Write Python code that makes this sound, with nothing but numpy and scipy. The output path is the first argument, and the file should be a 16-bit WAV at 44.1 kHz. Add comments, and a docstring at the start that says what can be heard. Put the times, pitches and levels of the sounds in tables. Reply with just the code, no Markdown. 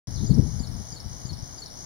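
"""A reed bed in the open air: close to the microphone a small warbler repeats one thin phrase three times a second.
Its ticks, fast trill, pips and whistles are sine notes with bending pitch; the stems scatter the song by convolution.
A second bird, leaning left, slurs down twice as a falling, quavering sine; on the left an insect buzzes high,
a throbbing band of noise. Shaped low noise is wind buffeting the left microphone and dying away;
behind it all lies a steady hiss of air."""
import sys
import numpy as np
from scipy import signal
from scipy.fft import rfft, irfft
from scipy.io import wavfile
from scipy.ndimage import uniform_filter1d

SR = 44100
rng = np.random.default_rng(int(sys.argv[2]) if len(sys.argv) > 2 else 0)


def unload_wav(signal):
    """Save mono or channel-first audio to the path in sys.argv[1] as 16-bit WAV at rate SR, clipped to [-1, 1]."""
    wavfile.write(
        sys.argv[1],
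        SR,
        np.round(np.clip(np.atleast_2d(signal).T, -1, 1) * 32767).astype(np.int16),
    )


N = 81585

# Song phrases: start [t/s], level on top of SONG_DB [level/dB], peep level on top of PEEP_DB [level/dB]
PHRASES = [(0.0545, -1.5, -4), (0.3834, -2, -3.5), (.713, -3, -2), (1.043, -3, 1.5), (1.3708, -2.5, 2.5),
           (1.702, -1, 4)]
# Closing notes: time into phrase [t/s], length [t/s], start, middle and end pitch [f/Hz each],
# level within the phrase [level/dB]
CLOSING_NOTES = [(0.2117, 0.0047, 5560, 4700, 5160, 3.5), (.216, 0.0224, 6520, 6790, 7100, -2),
                 (0.238, 0.004, 6170, 6980, 7900, 1), (0.263, 0.0037, 4500, 3990, 3450, -5.5),
                 (0.2832, 0.0045, 6700, 5820, 4430, -7), (0.2887, 0.0025, 4220, 5420, 6240, 7),
                 (0.292, 0.0028, 5240, 5600, 5850, -2.5)]
# Second bird's slurs: start [t/s], length [t/s], level at the start of the fade [level/dB]
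SLURS = [(0.132, 0.2, -44), (1.631, 0.071, -49.5)]
# First reflections from nearby stems: delay after direct sound [t/s], level relative to it [level/dB]
STEM_REFLECTIONS = [(.0037, -12.5), (.0076, -6.5)]
# Insect loudness before the throb: time [t/s], level [level/dB]
INSECT_LEVEL = [(.1, -55), (.82, -54.5), (.9, -57), (1.85, -57.5)]
# Wind force at the left microphone: time [t/s], level [level/dB]
WIND_FORCE = [(.08, -36), (.13, -28.5), (.21, -24), (.28, -26), (.34, -18), (.44, -20), (.50, -27.5),
              (.58, -26), (.66, -32.5), (.80, -31.5), (.85, -40), (1.0, -41), (1.12, -33.5), (1.21, -42.5),
              (1.28, -36), (1.39, -36.5), (1.47, -44), (1.53, -39.5), (1.58, -48), (1.85, -43.5)]
# Single buffets: peak time [t/s], Gaussian half length [t/s], peak level [level/dB]
BUFFETS = [(0.087, 0.0066, -27.5), (0.237, 0.011, -18), (0.308, 0.008, -8.5), (0.384, 0.0062, -9.5),
           (0.398, .005, -11), (.607, 0.0045, -18.5), (0.695, 0.009, -28), (0.749, .012, -29.5),
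           (0.806, 0.0085, -25.5), (0.931, 0.0049, -29.5), (1.066, 0.012, -27.5), (1.255, 0.0055, -26.5),
           (1.328, 0.016, -27.5), (1.431, 0.0042, -24.5)]
# Spectrum of the softer wind: frequency [f/Hz], relative density [level/dB per Hz]
WIND_COLOUR = [(20, -23), (35, -0.5), (60, 3), (120, 5.5), (200, -7), (300, -20.5), (500, -33), (1000, -41),
               (3000, -74)]
# Spectrum of the hard buffets: frequency [f/Hz], relative density [level/dB per Hz]
BUFFET_COLOUR = [(30, -12), (100, 3.5), (190, 6.5), (300, -3.5), (450, -14.5), (700, -43), (1200, -56),
                 (3000, -69)]
# Spectrum of the open air: frequency [f/Hz], relative density [level/dB per Hz]
AIR_COLOUR = [(25, 9), (100, 7), (250, 8.5), (450, 1.5), (800, 1.5), (1200, -3.5), (2000, -5.5),
              (3300, -8.5), (5000, -1), (7000, -8), (9000, -12.5), (12000, -16), (15500, -18.5)]
# Narrow dips in the microphone's response: centre [f/Hz], width [f/Hz], depth [0-1]
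MIC_DIPS = [(2610, 344, 0.92), (7700, 690, 0.96)]

# warbler: pitches are start, middle, end; "EVERY" runs from one onset to the next
SONG_DB, NOTE_SCATTER_DB, NOTE_JITTER_S, NOTE_DETUNE = -38, 1.14, .0001, .012
TICK_HZ, TICK_S, TICK_EVERY_S, TICK_DB = (6850, 5640, 4400), .0035, .0093, -1
ARCH_HZ, ARCH_S, ARCH_EVERY_S = (4194, 6613, 3800), 0.00921, .01722
TRILL_AT_S, TRILL_DB, TRILL_SWELL_DB_PER_S = .0497, -1, 15.5
PEEP_AT_S, PEEP_S, PEEP_HZ, PEEP_DB = .2445, 0.02, (4514, 4413, 4124), -36.5
BEND = 1.55  # pitch turn: 1 is pointed, 2 is round
# second bird
SLUR_TOP_HZ, SLUR_END_HZ, SLUR_FALL_S, SLUR_FADE_DB_PER_S = 6400, 4010, .021, 121
QUAVER_HZ, QUAVER_DEPTH_HZ, QUAVER_WANDER_HZ = 91.4, 337, 195
# stereo lean: left gains half of it, right loses 0.6 of it; the song reaches the left later
SONG_LEAN_DB, SONG_LAG_S, SLUR_LEAN_DB = 6.5, .00022, 9
# scatter among the reeds, then a late echo (T60: time to fall 60 dB)
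REEDS_T60_S, REEDS_DB = 0.13, -6
ECHO_AT_S, ECHO_T60_S, ECHO_DB = .034, .17, -9.5
# insect
INSECT_HZ, INSECT_WIDTH_HZ, STROKE_HZ, STROKE_DEPTH = 9830, 600, 64.3, 0.26
# wind: force at which half the power is hard buffet, then left spill and own eddies on the right
BUFFET_KNEE_DB, WIND_RIGHT_DB, RIGHT_EDDIES_DB = -15.5, -26.5, -31.5
# air, with a steady low murmur of wind on the left
AIR_DB, WIND_MURMUR_DB, WIND_MURMUR_HZ, WIND_MURMUR_WIDTH_HZ = -47.5, -52.5, 685, 524
# microphone
OPEN_S, TOP_HZ = .072, 15750


def warbler():
    """Every phrase has ticks, a trill and closing notes that vary slightly; among the closing notes comes
    a low peep, which grows louder over the later phrases."""
    song = np.zeros(N)
    for start, phrase_db, peep_db in PHRASES:
        for at, length, *pitches, db in ticks(count=5) + trill(count=10) + CLOSING_NOTES:
            loud, late, sharp = rng.standard_normal(3)
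            note = chirp(length, np.array(pitches) * (1 + NOTE_DETUNE * sharp))
            note_db = SONG_DB + phrase_db + db + NOTE_SCATTER_DB * loud
            add(song, start + at + NOTE_JITTER_S * late, undb(note_db) * note)
        # the low peep swells to a point while its pitch sags
        peep = chirp(PEEP_S, PEEP_HZ)
        pointed_swell = np.bartlett(len(peep))
        add(song, start + PEEP_AT_S, undb(PEEP_DB + peep_db) * pointed_swell * peep)
    return song


def ticks(count):
    """Opening ticks: very short falling notes, as rows like the closing notes."""
    return [(k * TICK_EVERY_S, TICK_S, *TICK_HZ, TICK_DB) for k in range(count)]


def trill(count):
    """Evenly spaced arches of pitch, each a little louder, as rows like the closing notes."""
    rows = []
    for k in range(count):
        elapsed = k * ARCH_EVERY_S
        db = TRILL_DB + TRILL_SWELL_DB_PER_S * elapsed
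        rows.append((TRILL_AT_S + elapsed, ARCH_S, *ARCH_HZ, db))
    return rows


def chirp(length, pitches):
    """A pure note that swells and fades while its pitch turns through three values."""
    u = np.linspace(-1, 1, int(length * SR))
    first, middle, last = pitches
    outer = np.where(u < 0, first, last)
    hz = middle + (outer - middle) * np.abs(u) ** BEND
    swell = (1 - u ** 4) ** 2
    return swell * sine(hz)


def second_bird():
    """A whistle drops, settles into an uneven quaver of pitch and fades."""
    song = np.zeros(N)
    for start, length, db in SLURS:
        t = np.arange(int(length * SR)) / SR
        fallen = 1 - np.exp(-(t / SLUR_FALL_S) ** 2)
        wander = noise(lambda f: np.exp(-(f / QUAVER_HZ) ** 2))[:len(t)]
        quaver = QUAVER_DEPTH_HZ * np.sin(2 * np.pi * QUAVER_HZ * t) + QUAVER_WANDER_HZ * wander
        hz = SLUR_TOP_HZ + fallen * (SLUR_END_HZ - SLUR_TOP_HZ + quaver)
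        fade = undb(db - SLUR_FADE_DB_PER_S * t)
        soft_ends = signal.windows.tukey(len(t), .1)
        add(song, start, fade * soft_ends * sine(hz))
    return song


def reeds(song, lean_db, lag_s):
    """Stems return direct sound, first reflections, dense scatter and a late echo, different on each channel."""
    t = np.arange(SR // 3) / SR
    tails = ((.002, REEDS_T60_S, REEDS_DB), (ECHO_AT_S, ECHO_T60_S, ECHO_DB))
    channels = []
    for side, lag in ((1, lag_s), (-1.2, 0)):  # left, right
        response = np.zeros(len(t))
        for at, db in [(0, 0)] + STEM_REFLECTIONS:
            response[int(round((lag + at) * SR))] += undb(db)
        for at, t60, db in tails:
            decay = np.exp(-np.log(1000) * t / t60)
            tail = rng.standard_normal(len(t)) * (t > at) * decay
            response += undb(db) * tail / np.linalg.norm(tail)
        scattered = signal.fftconvolve(song, response)[:N]
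        channels.append(undb(side * lean_db / 2) * scattered)
    return np.array(channels)


def insect():
    """A high resonance rasps as noise on the left, throbbing with each wing stroke."""
    t = np.arange(N) / SR
    strokes = 1 + STROKE_DEPTH * np.sin(2 * np.pi * STROKE_HZ * t)
    rasp = undb(curve(INSECT_LEVEL)) * strokes * band(INSECT_HZ, INSECT_WIDTH_HZ)
    return left_only(rasp)


def wind():
    """Eddies rumble on the left port, changing colour in hard buffets; the sheltered right port gets little."""
    t = np.arange(N) / SR
    power = undb(curve(WIND_FORCE)) ** 2
    for at, half, db in BUFFETS:
        power += (undb(db) * np.exp(-((t - at) / half) ** 2 / 2)) ** 2
    force = np.sqrt(power)
    hard = 1 / (1 + (undb(BUFFET_KNEE_DB) / force) ** 2)  # share of power in hard buffets
    soft_part = np.sqrt(1 - hard) * turbulence(WIND_COLOUR)
    hard_part = np.sqrt(hard) * turbulence(BUFFET_COLOUR)
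    left = force * (soft_part + hard_part)
    right_eddies = undb(RIGHT_EDDIES_DB) * force * turbulence(WIND_COLOUR)
    return np.array([left, undb(WIND_RIGHT_DB) * left + right_eddies])


def turbulence(colour, steady_s=0.021):
    """Low noise whose own slow swells are evened out, so that the gusts set its level."""
    x = coloured(colour)
    size = int(steady_s * SR)
    mean_power = uniform_filter1d(uniform_filter1d(x ** 2, size), size)
    return x / np.sqrt(mean_power + 1e-9)


def air():
    """Steady noise hisses independently on each channel; on the left a steady low murmur of wind joins it."""
    hiss = undb(AIR_DB) * np.array([coloured(AIR_COLOUR), coloured(AIR_COLOUR)])
    murmur = undb(WIND_MURMUR_DB) * band(WIND_MURMUR_HZ, WIND_MURMUR_WIDTH_HZ)
    return hiss + left_only(murmur)


def undb(db):
    """Decibels to gain."""
    return 10 ** (np.asarray(db) / 20)


def sine(hz):
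    """A tone whose phase accumulates a moving frequency."""
    return np.sin(2 * np.pi * np.cumsum(hz) / SR)


def curve(rows):
    """Rows (t/s, value) joined by straight lines."""
    return np.interp(np.arange(N) / SR, *np.array(rows).T)


def noise(gain):
    """Noise of rms 1 whose spectrum follows gain(f/Hz)."""
    f = np.arange(N // 2 + 1) * SR / N + 1e-6
    x = irfft(rfft(rng.standard_normal(N)) * gain(f), N)
    return x / x.std()


def coloured(points):
    """Noise with a spectrum through (f/Hz, level/dB) points, joined on a log frequency axis."""
    hz, db = np.array(points).T
    return noise(lambda f: undb(np.interp(np.log(f), np.log(hz), db)))


def band(hz, width):
    """Noise in one resonance."""
    return noise(lambda f: 1 / (1 + ((f - hz) / width * 2 ** .5) ** 2))


def left_only(x):
    """Place a sound on the left channel alone."""
    return np.outer([1, 0], x)


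def add(track, at, sound):
    """Mix a sound into a track at a time in seconds, cut at the track's end."""
    i = min(max(int(at * SR), 0), N)
    track[i:i + len(sound)] += sound[:N - i]


def scene():
    """Birds among the reeds, then insect, wind and air."""
    birds = reeds(warbler(), SONG_LEAN_DB, SONG_LAG_S) + reeds(second_bird(), SLUR_LEAN_DB, 0)
    return birds + insect() + wind() + air()


def record(dry):
    """The microphone has two narrow dips, opens just after the start and cuts the top."""
    f = np.arange(N // 2 + 1) * SR / N
    gain = np.ones(len(f))
    for hz, width, depth in MIC_DIPS:
        gain *= 1 - depth / (1 + ((f - hz) / width) ** 2) ** 2
    is_open = np.arange(N) / SR > OPEN_S
    heard = irfft(rfft(dry) * gain, N) * is_open
    top_cut = signal.ellip(10, .1, 90, TOP_HZ, fs=SR, output="sos")
    return signal.sosfilt(top_cut, heard)


dry = scene()
out = record(dry)
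unload_wav(out)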